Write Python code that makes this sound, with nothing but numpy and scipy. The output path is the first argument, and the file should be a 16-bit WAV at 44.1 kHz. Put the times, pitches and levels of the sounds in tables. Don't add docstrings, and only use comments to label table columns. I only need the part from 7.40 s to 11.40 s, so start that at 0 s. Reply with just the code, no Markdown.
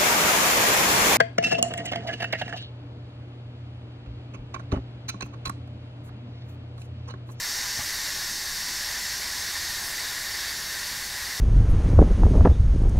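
import sys
import numpy as np
from scipy import signal
from scipy.fft import rfft, irfft
from scipy.io import wavfile

SR = 44100
rng = np.random.default_rng(int(sys.argv[2]) if len(sys.argv) > 2 else 0)


def transcribe(signal):
    frames = np.atleast_2d(signal).T
    limited = np.clip(frames, -1, 1)
    pcm = np.round(limited * 32767).astype(np.int16)
    wavfile.write(sys.argv[1], SR, pcm)


N = 176400
FFT_SIZE, HOP = 1024, 256
TIME_S, FRAME_S = np.arange(N) / SR, np.arange(N // HOP + 5) * HOP / SR
BIN_HZ, FINE_HZ = np.fft.rfftfreq(FFT_SIZE, 1 / SR), np.fft.rfftfreq(N, 1 / SR)


def amp(db):
    return 10 ** (np.asarray(db) / 20)


def unit_rms(x):
    return x / np.sqrt(np.mean(x ** 2) + 1e-20)


def spectrum_db(points):
    hz, db = np.transpose(points)
    return np.interp(np.log(FINE_HZ + 1), np.log(hz + 1), db)


def shaped_noise(gain):
    return unit_rms(irfft(rfft(rng.standard_normal(N)) * gain, N))


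def drift(scale_s, width_hz=None):
    white = rng.standard_normal((1 if width_hz is None else len(BIN_HZ), len(FRAME_S)))
    rate_hz = np.fft.fftfreq(len(FRAME_S), HOP / SR)
    smoothing = np.exp(-(2 * rate_hz * scale_s) ** 2)
    if width_hz is not None:
        cycles_per_hz = np.fft.fftfreq(len(BIN_HZ), SR / FFT_SIZE)[:, None]
        smoothing = smoothing * np.exp(-(2 * cycles_per_hz * width_hz) ** 2)
    return unit_rms(np.fft.ifft2(np.fft.fft2(white) * smoothing).real)


def steam_jet():
    # (frequency [Hz], relative density [dB])
    jet_spectrum = [(480, -15), (750, -12), (1050, -10), (1290, -11), (1480, -5.5), (1820, 0.0), (2050, -3),
                    (2500, -11.3), (3300, -9.5), (3650, -5.5), (4100, -3.5), (4500, -2), (5000, -4),
                    (5550, -2.5), (5850, -4.5), (6200, -6.5), (7300, -8.5), (7700, -10), (9000, -12.0),
                    (10700, -13), (11450, -15), (11850, -11), (12300, -11.5), (12700, -10.5), (13200, -17),
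                    (13550, -13.5), (13900, -20.5), (15600, -19.5)]
    # (frequency [Hz], lift [dB])
    resonances = [(587, 7), (829, 6.5), (990, 5), (1082, 6), (1700, 2), (1834, 4.5), (1994, 4), (2266, 2.5),
                  (3709, 5.5), (3882, 1.5), (4415, 7), (4511, 3), (4595, 7), (4682, -0.5), (4769, 7),
                  (5311, 4.5), (5485, 3), (5515, 3.5), (5576, 1.5), (5688, 6.5), (6074, 4), (6237, 7.5),
                  (6358, 7), (6616, 3.5), (7327, 7.5), (7726, -1)]
    ring_width_hz, low_cut_hz = 12.4, 390
    lift_db = sum(db * np.exp(-((FINE_HZ - hz) / ring_width_hz) ** 2) for hz, db in resonances)
    low_cut = FINE_HZ ** 4 / (FINE_HZ ** 4 + low_cut_hz ** 4)
    return amp(-31) * shaped_noise(amp(spectrum_db(jet_spectrum) + lift_db) * low_cut)


def unsteady_flow(jet):
    # (time [s], valve [dB], low hiss [dB], high hiss [dB], fizz [dB])
    band_gains = [(0.0, -0.3, 0, 1, 0.5), (0.17, 1, 0.5, 4, 0.5), (0.3, 1, 0, 2.5, -0.5),
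                  (0.45, 1.4, -0.5, 2.3, 1.0), (0.7, 0.3, 0.6, 1.4, 0.0), (1.0, -2.5, -0.5, 0.8, -0.3),
                  (1.3, 0.1, 0.5, 1, 0.5), (1.7, 0.5, -0.3, 1.3, -0.4), (2.3, 0.4, 0.1, -0.2, 0.1),
                  (2.47, -0.2, -2.2, -1.8, 1.3), (2.6, 1, 0.3, 0.5, 0.1), (2.83, 0.8, -2, -2.1, -0.2),
                  (3.0, 1.1, 0.7, -0.5, -0.3), (3.2, -0.4, -1.5, -1.8, -0.5), (3.5, 0.5, -1, -1.3, 0.1),
                  (3.68, -2.4, -3, -2.5, -1.0), (3.82, 1.8, -1.3, -1.7, 0.2), (4.0, -0.5, -2, -1.1, -0.5)]
    centres_hz = [1900, 4320, 5800, 9500]
    times_s, *bands_db = np.transpose(band_gains)
    slow_db = np.array([np.interp(FRAME_S, times_s, band) for band in bands_db])
    band_weights = np.array([np.interp(BIN_HZ, centres_hz, row) for row in np.eye(len(bands_db))]).T
    turbulence_db = 0.46 * drift(scale_s=0.021, width_hz=685)
    surge_db = 0.14 * drift(scale_s=0.14)
    valve_flutter_db = 0.59 * band_weights[:, :1] * drift(scale_s=0.021)
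    gain_db = band_weights @ slow_db + turbulence_db + surge_db + valve_flutter_db
    frames = signal.stft(jet, nperseg=FFT_SIZE, noverlap=FFT_SIZE - HOP)[2]
    frames *= amp(gain_db[:, :frames.shape[1]])
    return signal.istft(frames, nperseg=FFT_SIZE, noverlap=FFT_SIZE - HOP)[1][:N]


def kitchen_reflections(x):
    # (delay [ms], relative amplitude [1])
    echoes = [(1.104, 0.08), (4.92, 0.03), (9.988, 0.04), (10.232, 0.05), (11.044, 0.04), (11.35, 0.03)]
    t60_s, tail_delay_s, tail_low_cut_hz = 0.28, 0.006, 1800
    early = sum(gain * np.exp(-2j * np.pi * FINE_HZ * ms / 1000) for ms, gain in echoes)
    tail = rng.standard_normal(N) * amp(-60 * TIME_S / t60_s) * (TIME_S > tail_delay_s)
    late = rfft(tail / np.linalg.norm(tail)) * FINE_HZ / np.hypot(FINE_HZ, tail_low_cut_hz)
    response = 1 + amp(1.5) * early + amp(-7) * late
    response /= np.sqrt(np.mean(abs(response) ** 2))
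    return irfft(rfft(x) * response, N)


def room_rumble():
    # (frequency [Hz], relative density [dB])
    rumble_spectrum = [(8, -7.5), (22, 3), (42, -1.5), (60, -3.5), (85, -2.5), (105, -7), (150, -7),
                       (250, -10), (400, -10.5), (600, -23), (1500, -47)]
    return amp(-49.5) * shaped_noise(amp(spectrum_db(rumble_spectrum)))


def appliance_hum():
    # (frequency [Hz], rms level [dB])
    tones = [(59.3, -57), (113.5, -61.5)]
    hum = np.zeros(N)
    for hz, db in tones:
        waver_db = 1.5 * np.interp(TIME_S, FRAME_S, drift(scale_s=0.2)[0])
        tone = np.sin(2 * np.pi * (hz * TIME_S + rng.random()))
        hum += amp(db) * unit_rms(amp(waver_db) * tone)
    return hum


def bump(onset_s=0.386, gain_db=-32.5):
    # (frequency [Hz], relative level [dB], T60 [s], rise [s])
    modes = [(80.5, -1, 0.12, 0.0026), (116, -2.5, 0.108, 0.0029), (244, -1, 0.064, 0.0038),
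             (702, 4, 0.048, 0.0079), (845, 4, 0.083, 0.012), (1170, 1.5, 0.12, 0.021)]
    age_s = np.maximum(TIME_S - onset_s, 0)
    knock = np.zeros(N)
    for hz, db, t60_s, rise_s in modes:
        attack = np.minimum(age_s / rise_s, 1) ** 2
        decay = amp(gain_db + db - 60 * age_s / t60_s)
        knock += attack * decay * np.sin(2 * np.pi * hz * age_s)
    return knock


def low_swell(hz=80.5, peak_s=2.22, sigma_s=0.22):
    envelope = np.exp(-((TIME_S - peak_s) / sigma_s) ** 2 / 2)
    return amp(-52) * envelope * unit_rms(np.sin(2 * np.pi * hz * TIME_S))


def scene():
    steam = kitchen_reflections(unsteady_flow(steam_jet()))
    mono = steam + room_rumble() + appliance_hum() + bump() + low_swell()
    return np.array([mono, mono])


def record(dry):
    cutoff_hz = 15760
    taps = signal.firwin(1023, cutoff_hz, window=("kaiser", 9), fs=SR)
    return signal.oaconvolve(dry, taps[None], "same")


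dry = scene()
out = record(dry)
transcribe(out)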